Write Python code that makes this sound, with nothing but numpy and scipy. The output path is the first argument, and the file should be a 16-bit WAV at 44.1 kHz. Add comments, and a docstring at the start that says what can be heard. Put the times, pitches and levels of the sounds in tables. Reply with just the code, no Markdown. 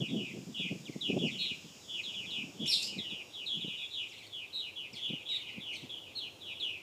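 """A colony of purple martins wheels over the nest houses in a backyard ringed by trees.
From the start their buzzy falling whistles overlap and echo, over shrill cicadas, steady hiss and a far drone.
Wind puffs (filtered noise) buffet the microphone hardest just after one second; quick sliding notes begin.
The cicadas, made of ringing harmonics, crest near two seconds and fade; then one bird gives a rough screech.
Chirps and slides go on, held notes come more often, and from four seconds there are bursts of tiny notes."""
import sys
import numpy as np
from scipy import signal
from scipy.fft import rfft, irfft, next_fast_len
from scipy.io import wavfile
from scipy.ndimage import uniform_filter1d, map_coordinates

SR = 44100
rng = np.random.default_rng(int(sys.argv[2]) if len(sys.argv) > 2 else 0)


def materialize(psi):
    """Save the field psi as 16-bit PCM at rate SR to the path in sys.argv[1].

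    A 1-D psi becomes a single channel; in a 2-D psi each row is a channel.
    """
    bounded = np.clip(np.atleast_2d(psi).T, -1, 1)
    quanta = np.round(bounded * 32767).astype(np.int16)
    wavfile.write(sys.argv[1], SR, quanta)


N = 300762
TIME = np.arange(N) / SR
SWING_HZ = 220  # usual pitch swing of a chirp's buzz


def gain_of(db):
    """Turns decibels into amplitude."""
    return 10 ** (np.asarray(db) / 20)


def evened(x):
    """Scales a sound to an rms of 1."""
    return x / np.sqrt(np.mean(abs(x) ** 2) + 1e-20)


def read(points, hz):
    """Reads a curve of (Hz, value) points along log frequency."""
    f, value = np.transpose(points)
    return np.interp(np.log(hz + 1), np.log(f + 1), value)


def level_at(points, t):
    """Reads a curve of (seconds, value) points at the times t."""
    return np.interp(t, *np.transpose(points))


def add(mix, s, sound):
    """Mixes a sound in at time s, in seconds."""
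    part = mix[max(round(s * SR), 0):][:len(sound)]
    part += sound[:len(part)]


def noise(colour):
    """Makes noise of rms 1 by shaping the spectrum of random samples."""
    size = next_fast_len(N)
    hz = np.fft.rfftfreq(size, 1 / SR)
    spectrum = rfft(rng.standard_normal(size)) * gain_of(read(colour, hz))
    return evened(irfft(spectrum, size)[:N])


def wander(rate, size):
    """Drifts smoothly between random values, with about rate new values a second."""
    knots = rng.standard_normal(4096)
    return map_coordinates(knots, [np.arange(size) * rate / SR], order=3, mode="wrap")


def fade(t, rise, fall):
    """Gives a note a soft start and end; rise and fall are in seconds."""
    start = np.sin(np.pi / 2 * np.clip(t / rise, 0, 1)) ** 2
    end = np.sin(np.pi / 2 * np.clip((t[-1] - t) / fall, 0, 1)) ** 2
    return start * end


def air():
    """Even outdoor hiss, plus a slowly swelling low drone like far road traffic."""
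    # Spectrum of the hiss. Each row: frequency in Hz, relative level in dB per Hz.
    hiss_colour = [(15, -86), (400, -31), (1000, 0), (1800, -4.5), (3000, 5.5), (4500, -1), (7000, -6),
                   (10000, -10.5), (15300, -12.5)]
    # Spectrum of the drone. Each row: frequency in Hz, relative level in dB per Hz.
    drone_colour = [(15, -50), (25, -9), (60, -11), (100, 3.5), (170, -6), (350, 0), (550, -4.5), (900, -9),
                    (1400, -21), (2500, -33)]
    # Loudness of the drone over time. Each row: time in seconds, level in dB.
    drone_swell = [(0, -63), (1.8, -61.5), (2.4, -58), (3.2, -58.5), (3.8, -63), (4.4, -61.5), (5, -61),
                   (5.6, -59), (6.2, -58.5), (6.8, -60)]
    hiss = gain_of(-62.5) * noise(hiss_colour)
    drone = gain_of(level_at(drone_swell, TIME)) * noise(drone_colour)
    return hiss + drone


def wind(wake_db=-16, wake_s=0.024, bright_db=-30, dull_hz=330, lumpiness=0.74):
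    """Weak eddies come at random with the breeze; each puff is a short low burst with a wake; strong ones reach higher."""
    # The breeze that carries the weak eddies. Each row: time in seconds, level in dB before the random spread.
    breeze = [(0, -48), (.55, -51.5), (.85, -53.5), (1.3, -53), (1.75, -69), (2.2, -63), (2.45, -56.5),
              (2.8, -63.5), (3.15, -64), (3.35, -81), (3.6, -59), (3.85, -81), (6.8, -78)]
    # The stronger puffs on the microphone. Each row: centre in seconds, level in dB, length in seconds.
    puffs = [(0.021, -33, 0.022), (0.16, -34.5, 0.063), (0.364, -41, 0.044), (.488, -44, 0.0075),
             (0.608, -39, 0.013), (.722, -34.5, 0.017), (.757, -40, 0.013), (0.898, -38, 0.0092),
             (0.962, -36, 0.0065), (1.101, -28, 0.013), (1.14, -31, 0.018), (1.173, -25, 0.014),
             (1.242, -31.5, 0.046), (1.355, -41.5, .012), (1.519, -45, .008), (1.655, -48.5, .018),
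             (2.441, -43, 0.012), (2.63, -38.5, 0.046), (2.933, -46, 0.011), (2.983, -42.5, .03),
             (3.128, -44.5, 0.012), (3.574, -48.5, 0.041), (3.653, -40, 0.012), (3.683, -43.5, 0.0084),
             (4.941, -49, .013), (5.107, -40.5, .012), (5.138, -38, 0.012), (5.583, -40, 0.0077),
             (5.843, -45.5, 0.014)]
    # Spectrum of the turbulence. Each row: frequency in Hz, relative level in dB per Hz.
    swirl_colour = [(30, -23), (80, -38), (128, -5), (190, 0), (260, -2.5), (420, -7), (700, -18),
                    (1000, -35.5), (1400, -51), (2500, -100)]
    eddies_per_s, eddy_spread_db = 70, 5.5
    eddy_db = eddy_spread_db * np.minimum(wander(eddies_per_s, N), 1.5)
    power = gain_of(level_at(breeze, TIME) + eddy_db) ** 2
    for s, db, length in puffs:
        near = slice(max(int((s - .2) * SR), 0), int((s + .2) * SR))
        age = TIME[near] - s
        burst = np.exp(-np.pi * (age / length) ** 2)
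        wake = gain_of(wake_db) ** 2 * np.exp(-(age / wake_s) ** 2)  # weaker, on both sides of the burst
        power[near] += gain_of(db) ** 2 * (burst + wake)
    force = np.sqrt(power)
    # the force of the eddy sets the loudness, so the swirl itself is kept fairly even
    swirl = noise(swirl_colour)
    swirl_power = uniform_filter1d(swirl ** 2, size=500) + 1e-3
    swirl = evened(swirl / swirl_power ** ((1 - np.clip(lumpiness, 0, 1)) / 2))
    low_pass = signal.butter(2, dull_hz, fs=SR, output="sos")
    dull = evened(signal.sosfiltfilt(low_pass, swirl))
    bright = force / (force + gain_of(bright_db) / 2)  # share of the full spectrum, 0 to 1
    return force * (bright * swirl + (1 - bright) * dull)


def insects(hiss_db=-63):
    """The cicadas' tymbals click so evenly that their bodies ring in thin high harmonics; farther ones blur to a hiss."""
    # Spectrum of the farther cicadas. 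Each row: frequency in Hz, relative level in dB per Hz.
    hiss_colour = [(4000, -12.5), (4900, -2), (5500, -7), (6300, -7), (7200, -5), (8000, -10.5),
                   (9000, -21.5)]
    # How their hiss swells. Each row: time in seconds, change in dB from hiss_db.
    hiss_swell = [(0, -1), (2, 0.5), (3.8, -9), (4.8, -25), (6.8, -18)]
    # Two distant cicadas, one curve each. Each row: time in seconds, tymbal pulses a second.
    pulse_rates = [
        [(0, 240.7), (2, 241.5), (4.2, 242.8), (6.8, 243)],
        [(.9, 238.7), (1.3, 238), (2.2, 235)],
    ]
    # Loudness of each of the two. Each row: time in seconds, level in dB added to that of every harmonic.
    cicada_swells = [
        [(0, -70.5), (1.2, -66), (2, -62.5), (3.2, -68), (4, -68.5), (4.5, -77), (6.8, -74.5)],
        [(0, -69.5), (.9, -71), (1.3, -67.5), (1.7, -80.5), (2.2, -105)],
    ]
    # How each body rings, one list each: relative level in dB of its harmonics, from the 20th up.
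    body_rings = [
        [-5, -7, -7, -2, -8.5, -8, -22, -1, -20, -1, -7, -25, -8.5, -11],
        [-6.5, -1, -22, 4.5, -5, -2, -14, -7, -5, -8, -2, -8, -6, -7, -5],
    ]
    out = gain_of(hiss_db + level_at(hiss_swell, TIME)) * noise(hiss_colour)
    for rates, swell, body in zip(pulse_rates, cicada_swells, body_rings):
        pulses_per_s = level_at(rates, TIME) + 0.082 * wander(9, N)
        phase = 2 * np.pi * np.cumsum(pulses_per_s) / SR
        ring = np.zeros(N)
        for k, line_db in enumerate(body, 20):
            loudness = gain_of(line_db + 1.9 * wander(3.03, N))
            ring += loudness * np.sin(k * phase + 2 * np.pi * rng.random())
        out += gain_of(level_at(swell, TIME)) * ring
    return out


def syrinx(hz, second_db, third_db):
    """The bird's voice organ: a near-sine whistle with two overtones."""
    phase = 2 * np.pi * np.cumsum(hz) / SR
    second = gain_of(second_db) * np.sin(2 * phase)
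    third = gain_of(third_db) * np.sin(3 * phase)
    return np.sqrt(2) * (np.sin(phase) + second + third)


def rest_pitch(start_hz):
    """The pitch in Hz a falling chirp sinks to, a little higher after a high start."""
    rest_hz, usual_start_hz, rest_follow = 2407, 3718, 0.3606
    return rest_hz * (start_hz / usual_start_hz) ** rest_follow


def chirp(length, start_hz, end_hz, bend, level_db, swell_db, swing_hz, buzz_hz=143, throb=0.27,
          jitter_hz=50, swing_growth=0.21, rise_follow=.45):
    """A falling whistle; a fast flutter of the syrinx shakes both its pitch and its loudness."""
    t = np.arange(max(int(length * SR), 64)) / SR
    u = t / t[-1]  # 0 at the start of the note, 1 at its end
    glide = start_hz * (end_hz / start_hz) ** (u ** bend)
    pace = rng.uniform(.87, 1.13) * (1 + .1 * wander(70, len(t)))
    flutter = 2 * np.pi * (np.cumsum(buzz_hz * pace) / SR + rng.random())
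    swing = swing_hz * (1 + swing_growth * (u - .5)) * np.sin(flutter)
    hz = glide + swing + jitter_hz * wander(505.2, len(t))
    arch_db = 4 * (2 * u - 1) ** 2  # a chirp is fullest in its middle
    db = level_db + swell_db * (u - .5) - arch_db
    rise = np.interp(db[0], [-50, -40], [.024, .011]) * bend ** rise_follow  # soft and late-diving chirps swell in
    db = db + 1.42 * wander(50.0, len(t))  # the bird turns and beats its wings
    loudness = gain_of(db) * (1 + throb * np.cos(flutter)) * fade(t, rise, fall=0.021)
    return loudness * syrinx(hz, second_db=-29.5, third_db=-37.5)


def far_martins(level_db=-66, usual_hz=3800, count=60):
    """The rest of the colony, chirping at random far away and merging into a soft babble."""
    out = np.zeros(N)
    for k, (delay, size, loud) in enumerate(rng.random((count, 3)) - .5):
        hz = usual_hz * (1 + 0.15 * size)
        s = (k + 2 * delay) / count * N / SR
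        add(out, s, chirp(0.17, hz, rest_pitch(hz), 1, level_db + 5 * loud, 0, SWING_HZ))
    return out


def rattles(ticks_per_s=230, tick_s=0.00944, low_hz=2450, high_hz=5000, drop=0.251, spread_db=14):
    """Scratchy chatter: a quick scatter of tiny falling whistles at random pitches."""
    # Each row: start in seconds, length in seconds, middle level in dB of one tick.
    chatter_bursts = [(4.124, 0.14, -59.5), (4.95, 0.06, -54.5), (5.31, 0.11, -57), (5.711, 0.07, -51.5),
                      (5.783, 0.064, -59)]
    out = np.zeros(N)
    t = np.arange(int(tick_s * SR)) / SR
    for s, length, db in chatter_bursts:
        count = max(int(length * ticks_per_s), 1)
        for k, (late, height, loud) in enumerate(rng.random((count, 3))):
            hz = low_hz * (high_hz / low_hz) ** height * np.exp(-drop * t / tick_s)
            tick = np.hanning(len(t)) * syrinx(hz, second_db=-14.5, third_db=-23.5)
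            add(out, s + (k + late) / count * length, gain_of(db + spread_db * (loud - .5)) * tick)
    return out


def slurs(end_hz=1824):
    """Clean whistles that all slide down to about the same low pitch in a few hundredths of a second."""
    # Each row: start in seconds, length in seconds, start pitch in Hz, level in dB,
    # octave overtone in dB relative to the root.
    slur_notes = [(0.852, 0.05, 4240, -50.5, -14), (.92, 0.034, 2450, -57, -7),
                  (1.255, .05, 3050, -55.5, -0.5), (2.959, .052, 2700, -56.5, -14),
                  (3.016, .06, 2230, -65, -17), (4.081, 0.067, 4200, -55.5, -6.5),
                  (4.177, .03, 4100, -52.5, -22), (4.201, .034, 2890, -54.5, -25),
                  (4.237, 0.033, 2400, -60, -20), (4.928, 0.033, 3030, -54, 3), (4.956, .05, 2950, -57, -5),
                  (5.288, 0.066, 2990, -55, -7), (5.336, .058, 3600, -54, -18), (5.488, .07, 2650, -63, -3),
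                  (5.732, 0.045, 3730, -52.5, -6), (5.79, 0.028, 2350, -60, 0),
                  (5.83, 0.036, 2770, -65, -4)]
    out = np.zeros(N)
    for s, length, start_hz, db, octave_db in slur_notes:
        t = np.arange(int(length * SR)) / SR
        glide = start_hz * (end_hz / start_hz) ** ((t / t[-1]) ** .85)
        hz = glide * (1 + 0.0081 * wander(170.0, len(t)))
        loudness = gain_of(db) * fade(t, rise=0.0058, fall=0.02)
        add(out, s, loudness * syrinx(hz, octave_db, octave_db - 12.5))
    return out


def screech(rasp_hz=650, overtone_rasp_hz=430, third_db=-13, hiss_db=-20):
    """A loud high whistle that dives and breaks into a rasp; its overtones are rougher than its root."""
    # The screech and a low note under its end, one curve a note. Each row: time in seconds, pitch in Hz,
    # level in dB, roughness from 0 to 1, octave overtone in dB relative to the root.
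    screech_notes = [
        [(2.657, 2670, -39.5, 0.4, -9), (2.668, 3470, -39.5, 0.3, -9), (2.684, 3780, -38, 0.3, -8)],
        [(2.676, 5350, -42, 0, -22), (2.694, 5540, -32, 0.03, -21), (2.711, 5040, -34.5, 0.2, -15.5),
         (2.725, 4200, -30, 0.35, -17.5), (2.74, 3740, -30, 0.39, -18.5), (2.758, 3560, -39, 0.32, -10.5),
         (2.787, 4290, -43, 0.84, -15), (2.812, 4120, -58, 0.47, 0.5), (2.835, 3430, -43.5, 0.32, 6)],
        [(2.828, 4950, -35, 0.55, -26), (2.86, 5000, -47, 0.53, -28), (2.92, 5120, -66, 0, -22)],
        [(2.74, 2755, -61, 0.18, -26), (2.805, 2706, -43.5, 0.19, -26), (2.84, 2490, -54, 0.3, -26)],
    ]
    out = np.zeros(N)
    hiss = noise([(1500, -47), (2300, -1), (5200, 0), (6100, -10), (8000, -6), (12000, -15), (15000, -26)])
    for note in screech_notes:
        s, *columns = np.transpose(note)
        t = np.arange(s[0], s[-1], 1 / SR)
        hz, db, rough, octave_db = (np.interp(t, s, c) for c in columns)
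        rasp = rasp_hz * rough * wander(1300, len(t))  # random pitch shake
        phase = 2 * np.pi * np.cumsum(hz + rasp) / SR
        shake = 2 * np.pi * np.cumsum(overtone_rasp_hz * wander(1800, len(t))) / SR
        overtones = np.sin(2 * phase + shake) + gain_of(third_db) * np.sin(3 * phase + 2 * shake)
        voice = np.sqrt(2) * (np.sin(phase) + gain_of(octave_db) * overtones)
        voice = voice + gain_of(hiss_db) * hiss[(t * SR).astype(int)]
        add(out, s[0], gain_of(db) * fade(t - t[0], rise=0.0013, fall=0.003) * voice)
    return out


def martins(level_db=-1, held_swell_db=3, held_swing_hz=165, swing_follow=0.13, held_sag=.07):
    """The falling chirps and held notes of the nearer birds; a chirp that dives early has a narrower buzz."""
    # Buzzy falling chirps. Each row: start in seconds, length in seconds, start pitch in Hz,
    # bend (under 1 dives early, over 1 late), level in dB before level_db, swell from start to end in dB.
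    falling_chirps = [(0, 0.12, 3400, 0.8, -43, -14), (0.074, 0.19, 3625, 1.45, -50, -14),
                      (0.159, 0.18, 3300, 0.78, -44, -9), (0.539, 0.17, 3330, 0.78, -41.0, -5),
                      (0.569, 0.17, 3537, 1.52, -43, -9), (1.006, 0.14, 4120, 0.61, -37, -3),
                      (1.179, 0.14, 3422, 1.37, -36.5, 4), (1.303, 0.17, 3850, 0.71, -42.5, -1),
                      (1.378, 0.15, 4023, 4.1, -39, -4), (1.393, 0.17, 3675, 0.98, -41.5, -7),
                      (1.874, 0.15, 3307, 3.05, -40, 3), (2.028, 0.14, 4270, 0.73, -42.5, -6.5),
                      (2.135, 0.14, 3676, 0.73, -41.5, -5), (2.252, 0.19, 3990, 0.5, -41.5, 4),
                      (2.301, 0.16, 4083, 0.7, -41, -6.5), (2.583, 0.16, 3350, 2.57, -40, 3),
                      (2.861, 0.166, 3026, 1.59, -48, -11), (2.978, 0.19, 4345, 0.51, -42.0, -10),
                      (3.089, 0.15, 3920, 0.8, -44, 0), (3.327, 0.14, 4075, 0.85, -43.5, -3),
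                      (3.457, 0.19, 4220, 0.72, -45, -17), (3.539, 0.12, 3386, 2.07, -45.5, -14),
                      (3.604, 0.17, 3905, 0.59, -43, -11.5), (3.665, 0.2, 4000, 0.64, -45, -2),
                      (3.897, 0.163, 4016, 0.96, -43, 2), (3.92, 0.169, 4010, 1.08, -41.5, -1),
                      (4.312, 0.16, 3573, 1.2, -44, 1), (4.587, 0.13, 3716, 0.9, -44.5, -5),
                      (4.752, 0.145, 3326, 1.32, -44, -10), (4.942, 0.2, 3456, 2.35, -44, 1),
                      (5.019, 0.16, 3430, 1.43, -42.5, -19), (5.079, 0.16, 4020, 0.59, -45, -3),
                      (5.249, 0.13, 3523, 1.87, -45.0, -14), (5.36, 0.16, 3190, 1.35, -48.5, 6),
                      (5.452, 0.17, 3094, 1.29, -47.5, -4.5), (5.594, 0.18, 3720, 1, -43, 1),
                      (5.886, 0.12, 3540, 1.76, -52, -28), (5.975, 0.17, 3450, 1.24, -50.5, -5),
                      (6.181, 0.12, 4190, 0.72, -42.5, -3), (6.398, 0.15, 3990, 0.89, -45.5, 8.5),
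                      (6.44, 0.2, 3770, 2.1, -50, 1), (6.596, 0.13, 4323, 0.58, -37.5, -6),
                      (6.684, 0.14, 3430, 0.45, -46, -16)]
    # Notes that hardly sag. Each row: start in seconds, length in seconds, pitch in Hz,
    # level in dB before level_db.
    held_notes = [(3.485, 0.09, 3400, -37.5), (3.766, 0.112, 3655, -41.5), (4.522, 0.11, 4040, -38),
                  (5.281, 0.11, 3898, -35.5), (5.905, 0.097, 3328, -44), (6.147, 0.063, 4240, -38)]
    out = np.zeros(N)
    for s, length, hz, bend, db, swell_db in falling_chirps:
        swing_hz = SWING_HZ * bend ** swing_follow
        add(out, s, chirp(length, hz, rest_pitch(hz), bend, db, swell_db, swing_hz))
    for s, length, hz, db in held_notes:
        end_hz = hz * (1 - held_sag)
        add(out, s, chirp(length, hz, end_hz, 1, db, held_swell_db, held_swing_hz))
    return gain_of(level_db) * out


def yard(x, early_db, tail_db, early_t60=0.029):
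    """Echoes a sound: scatter from nest houses and ground, then a tail from the trees."""
    # How long the tail rings. Each row: frequency in Hz, seconds to fall by 60 dB.
    tail_t60 = [(500, 0.83), (3000, 0.39), (6000, 0.52), (12000, 0.34)]
    # sparse random clicks: about 300 early and 2500 tail reflections a second
    signs = rng.choice([-1., 1.], (2, SR))
    taps = signs * (rng.random((2, SR)) < [[300 / SR], [2500 / SR]])
    age = np.arange(SR) / SR
    early = taps[0] * gain_of(-60 * age / early_t60) * (age > .002)
    # each pitch band of the tail dies away at its own speed
    hz, t, bands = signal.stft(taps[1] * np.clip(age / 0.009, 0, 1), SR, nperseg=256)
    decay = gain_of(-60 * t / read(tail_t60, hz)[:, None])
    tail = signal.istft(bands * decay, SR, nperseg=256)[1][:SR]
    early_echo = gain_of(early_db) * early / np.linalg.norm(early)
    tail_echo = gain_of(tail_db) * tail / np.linalg.norm(tail)
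    return x + signal.fftconvolve(x, early_echo + tail_echo)[:N]


def scene():
    """Birds, each group with its own amount of yard echo, over insects, air and wind."""
    distant = yard(rattles() + far_martins(), early_db=0, tail_db=-3.0)
    sliding = yard(slurs(), early_db=-9.5, tail_db=-6)
    screeching = yard(screech(), early_db=-1, tail_db=-4.0, early_t60=0.28)
    flying = yard(martins(), early_db=-6.0, tail_db=-8)
    background = air() + wind() + insects()
    return (background + distant + sliding + screeching + flying)[None]


def record(dry):
    """The recorder's low cut and band limit."""
    low_cut = signal.butter(2, 55, "highpass", fs=SR, output="sos")
    thinned = signal.sosfilt(low_cut, dry)
    band_limit = signal.firwin(511, 15400, window=("kaiser", 9), fs=SR)
    return signal.oaconvolve(thinned, band_limit[None], "same")


dry = scene()
out = record(dry)
materialize(out)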